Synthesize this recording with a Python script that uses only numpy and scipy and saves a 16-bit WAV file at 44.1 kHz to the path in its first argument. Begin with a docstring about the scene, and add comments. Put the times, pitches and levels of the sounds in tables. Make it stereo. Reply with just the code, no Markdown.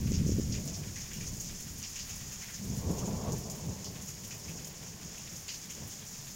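"""Rain on a clay tile roof

Steady rain, heard from just under the eaves. Near drops tick on the wet tiles, make them ring
and burst into spray, over the patter and hiss of the whole roof. Gusts of wind rumble, rush and
briefly moan, and their eddies (small swirls of air) buffet the left and right microphones."""
import sys
import numpy as np
from scipy import signal
from scipy.fft import rfft, irfft, next_fast_len
from scipy.io import wavfile

SR = 44100
rng = np.random.default_rng(int(sys.argv[2]) if len(sys.argv) > 2 else 0)


def to_wav(sig):
    """Store sig (one row per channel, or 1-D mono) as 16-bit WAV at the path in sys.argv[1].

    Samples outside -1..1 are clipped; the rate is SR.
    """
    pcm = np.clip(np.atleast_2d(sig), -1, 1) * 32767
    pcm = np.round(pcm).astype(np.int16)
    wavfile.write(sys.argv[1], SR, pcm.T)  # frames by channels


N = 280035
TIME = np.arange(N) / SR
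FFT_SIZE = next_fast_len(N + N % 2, True)

# Near drops. Each row: start in seconds, tick in dB, splash in dB, size from 0 (fine) to 1 (fat),
# tile ring in dB, ring pitch in Hz. Each level compares a drop with the other drops.
NEAR_DROPS = [(0.119, -16, -48, .5, -48.5, 2560), (0.137, -33, -46.5, 0.79, -64, 2500),
              (0.262, -26.5, -47.5, .4, -74, 2100), (0.315, -23, -49, 0.48, -70, 2700),
              (0.519, -31, -44.5, 0.84, -53, 2700), (0.54, -28, -60, 0.27, -46, 2500),
              (0.677, -14, -48, 0.5, -53, 2700), (0.738, -31, -47, 0.69, -60, 2350),
              (0.958, -24, -48.5, 0.35, -46, 2200), (1.004, -31, -45.5, .5, -60, 2690),
              (1.133, -21, -53, .4, -46.5, 2800), (1.205, -32, -47, .4, -47.5, 2400),
              (1.265, -24, -44.5, 0.31, -81, 2300), (1.335, -41, -56, 0, -73, 1600),
              (1.4, -22, -42.5, 0.19, -73, 2700), (1.445, -25, -49.5, 0.63, -60, 2600),
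              (1.6, -34, -48.5, 0, -70, 2600), (1.828, -21, -45.5, 0.88, -46.5, 2610),
              (1.958, -21, -47, 0.37, -42, 2680), (1.99, -28, -46, 0.92, -60, 2900),
              (2.091, -36, -46.5, 0.29, -51.5, 2650), (2.32, -29, -48, 0.094, -52, 2600),
              (2.414, -37, -49, 0.33, -45.5, 2280), (2.481, -38, -64, 0.28, -47, 1970),
              (2.538, -32, -46.5, 0.46, -56, 2100), (2.908, -35, -51, 0, -73, 2200),
              (2.982, -27, -46, 0.22, -53, 2880), (3.057, -25, -47, .2, -56, 2500),
              (3.321, -18, -45.5, 0.18, -69, 3000), (3.499, -22, -46, 0.11, -72, 3100),
              (3.548, -38, -57, 0, -70, 2600), (3.844, -20.5, -46.5, .9, -52, 3000),
              (4.012, -33, -49, .2, -72, 1900), (4.081, -23, -48.5, 0, -74, 2150),
              (4.236, -31, -49, 0.037, -53, 3000), (4.308, -27, -46.5, 0.41, -46.5, 2470),
              (4.48, -29, -54, .3, -48, 2520), (4.646, -24, -51, 0, -55, 3050),
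              (4.863, -29, -50.5, 0.45, -62, 2600), (5.172, -37, -55, 0, -51.5, 2750),
              (5.359, -23, -48, 0.16, -59, 3350), (5.481, -22, -44.5, 1, -42, 2700),
              (5.536, -31, -48.5, 0.65, -55, 2750), (5.699, -31, -47, 0.16, -49, 2800),
              (5.909, -33, -52, 0, -54, 3250)]
# How hard it rains. Each row: time in seconds, high patter and low body of the tiles in relative dB.
RAIN_LEVELS = [(0.0, -46.5, -58), (1.15, -46.5, -58), (1.48, -45, -59.5), (2.35, -46, -56),
               (2.71, -46, -59.5), (3.38, -47.5, -60), (4.54, -47.5, -58.5), (4.99, -49, -59),
               (5.61, -47, -57), (5.89, -47, -59), (6.35, -46, -59.5)]
# The tone of the rain. Each row: frequency in Hz, left gain in dB, right gain in dB.
RAIN_TONE = [(100, -6, -12.5), (524, -13, -17), (1000, -8.5, -17), (1410, -10.5, -16.5), (1810, -9, -17),
             (2140, -13.5, -16.5), (2410, -13, -18), (3470, -15, -14.5), (3840, -16.5, -18),
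             (5350, -9, -9.5), (5960, -7, -12), (6875, -2.5, -14.5), (7800, -15, -21.5),
             (11500, -18.5, -22), (14100, -18, -17.5), (15000, -15.5, -21)]
# How alike the rain is at two microphones a hand apart.
# Each row: frequency in Hz, likeness from -1 (opposite) to 1 (the same).
RAIN_LIKENESS = [(100, 0.8), (800, 0.29), (1150, -0.35), (1750, -0.47), (2250, 0.59), (3000, -0.13),
                 (3700, -0.11), (6000, -0.036)]
# How hard the wind blows. Each row: time in seconds, level of its rush in relative dB.
WIND_LEVELS = [(0, -57.5), (0.5, -67), (0.72, -56.5), (1.02, -63), (1.38, -61.5), (1.98, -67), (2.55, -64),
               (2.86, -47), (3.08, -43), (3.21, -43), (3.28, -38), (3.37, -50.5), (3.72, -49.5),
               (4.17, -60.5), (4.52, -56), (5.69, -64.5), (5.82, -53.5), (5.98, -63.5), (6.35, -62)]
# Puffs that swell the rumble. Each row: middle in seconds, peak in relative dB, half length in seconds.
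WIND_PUFFS = [(0.536, -36, 0.29), (0.793, -44.5, 0.22), (1.216, -42.5, 0.032), (1.405, -43, 0.17),
              (1.758, -46, 0.079), (2.3, -51, .05), (2.754, -36, 0.15), (2.893, -33.5, 0.049),
              (3.118, -31.5, 0.074), (3.353, -36.5, .06), (3.695, -38, 0.071), (3.966, -47, 0.099),
              (4.51, -44.5, 0.093), (5.83, -44.5, 0.064)]
# The tone of the wind's deep rumble. Each row: frequency in Hz, gain in dB.
RUMBLE_TONE = [(20, -43), (50, -4), (80, -3), (130, 1.5), (200, 0), (250, -9), (310, -13), (450, -19),
               (700, -30.5), (1500, -66.5)]
# The tone of the wind's higher rush. Each row: frequency in Hz, gain in dB.
RUSH_TONE = [(150, -24), (320, -8.5), (420, -0.5), (520, -2), (620, -4.5), (740, -7), (1080, -10),
             (1280, -21.5), (1700, -27.5), (3000, -57.5)]
# How hard eddies hit the microphones. Each row: time in seconds, left and right level in relative dB.
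EDDY_LEVELS = [(0, -25, -43), (0.15, -22, -49), (0.38, -24, -56), (0.58, -40, -45), (0.78, -51, -55),
               (1.28, -42, -38), (1.72, -58, -41.5), (1.88, -49, -51.5), (2.25, -42, -48.5),
               (2.42, -48.5, -71), (2.87, -51, -38.5), (3.25, -37.5, -52), (3.6, -53, -64),
               (4.55, -53.5, -73), (6.35, -51.5, -67)]
# The tone of a soft eddy. Each row: frequency in Hz, gain in dB.
SOFT_EDDY_TONE = [(10, -6.5), (25, -1), (42, -6), (70, -1.5), (120, -4), (200, -7.5), (350, -24),
                  (600, -34), (1200, -90)]
# The tone of a hard eddy. Each row: frequency in Hz, gain in dB.
HARD_EDDY_TONE = [(10, -10), (25, -11), (42, -6), (70, 1), (130, -1), (210, -5), (330, -20), (520, -29),
                  (700, -47), (1400, -66)]
# The hardest eddies, all on the left microphone. Each row: time in seconds, peak in dB.
EDDY_THUMPS = [(0.119, -18), (0.266, -18), (0.294, -13), (0.321, -15.5), (0.387, -13.5), (0.398, -14.5)]
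# The wind moans as it speeds up. Each row: middle in seconds, peak in relative dB,
# half length in seconds, pitch at the middle in Hz.
WIND_MOANS = [(0.665, -55, 0.12, 626), (3.1, -58, .16, 987), (3.279, -49, 0.021, 1120)]


def roof():
    """Far drops merge into hiss; nearer ones each make a tick or a short burst of droplets."""
    patter_db, body_db = in_time(RAIN_LEVELS)
    hiss = from_db(-2) * rng.standard_normal((2, N))
    splashes = (from_db(-12) * far_splashes(per_s=70, spread_db=3.8, low_hz=1250, high_hz=4020)
                + from_db(-8) * far_splashes(per_s=90, spread_db=0.47, low_hz=4860, high_hz=7900)
                + from_db(-8.5) * far_splashes(per_s=46, spread_db=4.3, low_hz=7550, high_hz=18000))
    ticks = from_db(-12) * clicks(per_s=450, spread_db=2.2)
    fine_ticks = from_db(-12) * rms_one(band(clicks(per_s=80, spread_db=3.5), 11000, 17000))
    rain = colour(all_around(hiss + splashes + ticks + fine_ticks), RAIN_TONE)
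    split_hz = 3900
    low = signal.sosfilt(signal.butter(2, split_hz, fs=SR, output="sos"), rain)
    high = signal.sosfilt(signal.butter(2, split_hz, "high", fs=SR, output="sos"), rain)
    patter = from_db(patter_db + 0.5) * high / band(high, split_hz, 10600).std()
    body = from_db(body_db - 0.48) * low / band(low, 1570, 3700).std()
    return patter - body  # the halves swing opposite ways where they meet, so one is flipped


def far_splashes(per_s, spread_db, low_hz, high_hz):
    """Drops hit at random moments, each throwing up a cloud of droplets that soon land again."""
    t = TIME[:SR // 2]
    rise_s, fall_s = 0.0034, 0.011
    one_cloud = (1 - np.exp(-t / rise_s)) ** 2 * np.exp(-t / fall_s)
    power = signal.fftconvolve(impacts(per_s, spread_db) ** 2, one_cloud / one_cloud.max())[:N]
    droplets = band(clicks(per_s=5000, spread_db=2), low_hz, high_hz)
    return rms_one(np.sqrt(np.maximum(power, 0)) * droplets)


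def near_drops():
    """Each drop ticks on a tile, splashes, makes the tile ring hollowly and throws fine spray."""
    length = SR // 6
    droplets = colour(clicks(per_s=6000, spread_db=3), RAIN_TONE)
    splash_noise, ring_noise = band(droplets, 3100, 7850), band(droplets, 1380, 5000)
    # fine droplets are few enough to tick one by one
    spray_noise = band(colour(clicks(per_s=2800, spread_db=4.5), RAIN_TONE), 6650, 16000)
    tick_noise = band(colour(rng.standard_normal(N), RAIN_TONE), 5200, 8200)
    out = np.zeros((2, N + length))
    for start_s, tick_db, splash_db, size, ring_db, ring_hz in NEAR_DROPS:
        now = slice(int(start_s * SR), int(start_s * SR) + length)
        # the fatter the drop, the lower and longer its splash and the less spray it throws
        splash_hz = np.interp(size, [0, 1], [7120, 4780])
        splash_s = np.interp(size, [0, 1], [0.017, 0.049])
        spray_db = splash_db + np.interp(size, [0, 1], [4, -23.5])
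        splash = resonance(splash_noise[:, now], splash_hz, width_hz=1500)
        ring = resonance(ring_noise[:, now], ring_hz, width_hz=480)
        out[:, now] += from_db(splash_db + 7) * burst(splash, rise_s=0.0044, fall_s=splash_s)
        out[:, now] += from_db(ring_db) * burst(ring, rise_s=0.00067, fall_s=0.044)
        out[:, now] += from_db(spray_db) * burst(spray_noise[:, now], rise_s=0.0023, fall_s=0.035)
        # the drop itself flattens in about a millisecond
        tick = burst(tick_noise[:, now], rise_s=0.0003, fall_s=0.001)
        tick[0] = np.roll(tick[0], rng.integers(0, SR // 2500))  # up to 0.4 ms later on the left
        out[:, now] += from_db(tick_db - 3.5) * tick / np.abs(tick).max()
    return out[:, :N]


def gusts():
    """Wind rumbles on both microphones and swells in puffs, with a higher rush when it is strong."""
    wind_db, = in_time(WIND_LEVELS)
    usual_wind_db, share_of_swing = -60, 0.75
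    steady = from_db(-51.5 + share_of_swing * (wind_db - usual_wind_db))
    puffs = [swell(*puff) for puff in WIND_PUFFS]
    rumble_gain = np.linalg.norm([steady, *puffs], axis=0)  # their powers add up
    rumble = rms_one(colour(rng.standard_normal(N) * from_db(2.1 * drift(per_s=12)), RUMBLE_TONE))
    rough_air = rng.standard_normal(N) + 0.96 * rng.standard_normal((2, N))  # shared + each side's own
    rush = rms_one(colour(rough_air * from_db(1.76 * drift(per_s=36)), RUSH_TONE))
    return (rumble_gain * rumble + from_db(wind_db) * rush) * from_db([[1.7], [-1.7]])  # louder left


def buffets():
    """Eddies push unevenly on each microphone; the harder they hit, the higher they sound."""
    level_db = in_time(EDDY_LEVELS)
    lumps = clicks(per_s=1200, spread_db=1.5)
    soft = rms_one(colour(lumps, SOFT_EDDY_TONE))
    hard = from_db(-1) * rms_one(colour(lumps, HARD_EDDY_TONE))
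    hardness = np.clip((level_db + 42.5) / 14, 0, 1)
    return from_db(level_db) * ((1 - hardness) * soft + hardness * hard)


def thumps():
    """A passing eddy is one swing of pressure with a dip on either side."""
    width_s, right_db = 0.00069, -34
    left = np.zeros(N)
    for middle_s, peak_db in EDDY_THUMPS:
        offset = np.clip((TIME - middle_s) / width_s, -10, 10)
        swing = 2 * np.exp(-offset ** 2 / 2) - np.exp(-offset ** 2 / 8)
        left += from_db(peak_db) * swing * rng.choice([-1, 1])
    return np.array([left, from_db(right_db) * left])


def moan():
    """Eddies peel off an edge and make a wavering note that glides upward."""
    rise_hz_per_s = 520
    notes = 0
    for middle_s, peak_db, half_s, hz in WIND_MOANS:
        phase = 2 * np.pi * np.cumsum(hz + rise_hz_per_s * (TIME - middle_s)) / SR
        notes = notes + swell(middle_s, peak_db, half_s) * np.exp(1j * phase)
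    waver = drift(per_s=58) + 1j * drift(per_s=33)  # blurs each note into a narrow band of noise
    return np.real(notes * waver) * from_db([[1.5], [-1.5]])  # louder left


def impacts(per_s, spread_db):
    """Random hits: many small ones and a few large ones."""
    sizes = from_db(spread_db * np.minimum(rng.exponential(1, N), 4))
    return sizes * (rng.random(N) < per_s / SR)


def clicks(per_s, spread_db):
    """Random clicks that push or pull, separate on the left and right."""
    hits = np.array([impacts(per_s, spread_db) for side in "LR"])
    return rms_one(hits * rng.choice([-1, 1], (2, N)))


def burst(sound, rise_s, fall_s):
    """Makes a sound start quickly and die away."""
    t = TIME[:sound.shape[-1]]
    shape = (1 - np.exp(-t / rise_s)) * np.exp(-(t / fall_s) ** 1.5)
    return rms_one(sound) * shape / shape.max()


def swell(middle_s, peak_db, half_s):
    """A bell-shaped rise and fall."""
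    return from_db(peak_db) * np.exp(-np.minimum(np.abs(TIME - middle_s) / half_s, 10) ** 2)


def drift(per_s):
    """A smooth random curve that changes about `per_s` times a second."""
    points, step = 2 ** 15, 16
    hz = np.fft.rfftfreq(points, step / SR)
    slow = irfft(rfft(rng.standard_normal(points)) / (1 + (hz / per_s) ** 2))
    return rms_one(np.interp(np.arange(N) / step, np.arange(points), slow))


def all_around(pair):
    """Mixes two unrelated signals into sound that reaches the microphones from all sides."""
    angle = np.arcsin(np.clip(over_hz(RAIN_LIKENESS), -1, 1)) / 2
    spectra = rfft(pair, FFT_SIZE)
    return irfft(np.cos(angle) * spectra + np.sin(angle) * spectra[::-1], FFT_SIZE)[:, :N]


def colour(x, tone):
    """Gives a sound the tone set out in a table."""
    cepstrum = irfft(np.log(from_db(over_hz(tone))), FFT_SIZE)
    # folding it in half makes the filter ring only after a click, never before (minimum phase)
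    cepstrum[:, 1:FFT_SIZE // 2] *= 2
    cepstrum[:, FFT_SIZE // 2 + 1:] = 0
    return irfft(rfft(x, FFT_SIZE) * np.exp(rfft(cepstrum)), FFT_SIZE)[:, :N]


def resonance(x, hz, width_hz):
    """Lets one pitch ring through and weakens the rest."""
    decay = np.exp(-np.pi * width_hz / SR)
    feedback = [1, -2 * decay * np.cos(2 * np.pi * hz / SR), decay ** 2]
    return signal.lfilter(np.array([1, 0, -1]) * (1 - decay ** 2) / 2, feedback, x)


def band(x, low_hz, high_hz):
    """Keeps the sound between two frequencies."""
    return signal.sosfilt(signal.butter(3, [low_hz, high_hz], "band", fs=SR, output="sos"), x)


def in_time(rows):
    """Joins a table's rows with lines, giving values for every sample."""
    seconds, *columns = np.transpose(rows)
    return np.array([np.interp(TIME, seconds, column) for column in columns])


def over_hz(rows):
    """Joins a table's rows with lines, giving values for every frequency."""
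    hz, *columns = np.transpose(rows)
    bins = np.maximum(np.fft.rfftfreq(FFT_SIZE, 1 / SR), 1)
    return np.array([np.interp(np.log(bins), np.log(hz), column) for column in columns])


def from_db(db):
    """Turns decibels into a number to multiply by."""
    return 10 ** (np.asarray(db) / 20)


def rms_one(x):
    """Scales a signal to an average power of 1."""
    return x / np.sqrt(np.mean(x ** 2) + 1e-20)


def scene():
    """Rain and wind together, in stereo."""
    return roof() + near_drops() + gusts() + moan() + buffets() + thumps()


def record(dry):
    """Cuts off the highest treble steeply."""
    cutoff_hz = 15800
    return signal.sosfilt(signal.ellip(12, 0.1, 80, cutoff_hz, fs=SR, output="sos"), dry)


dry = scene()
out = record(dry)
to_wav(out)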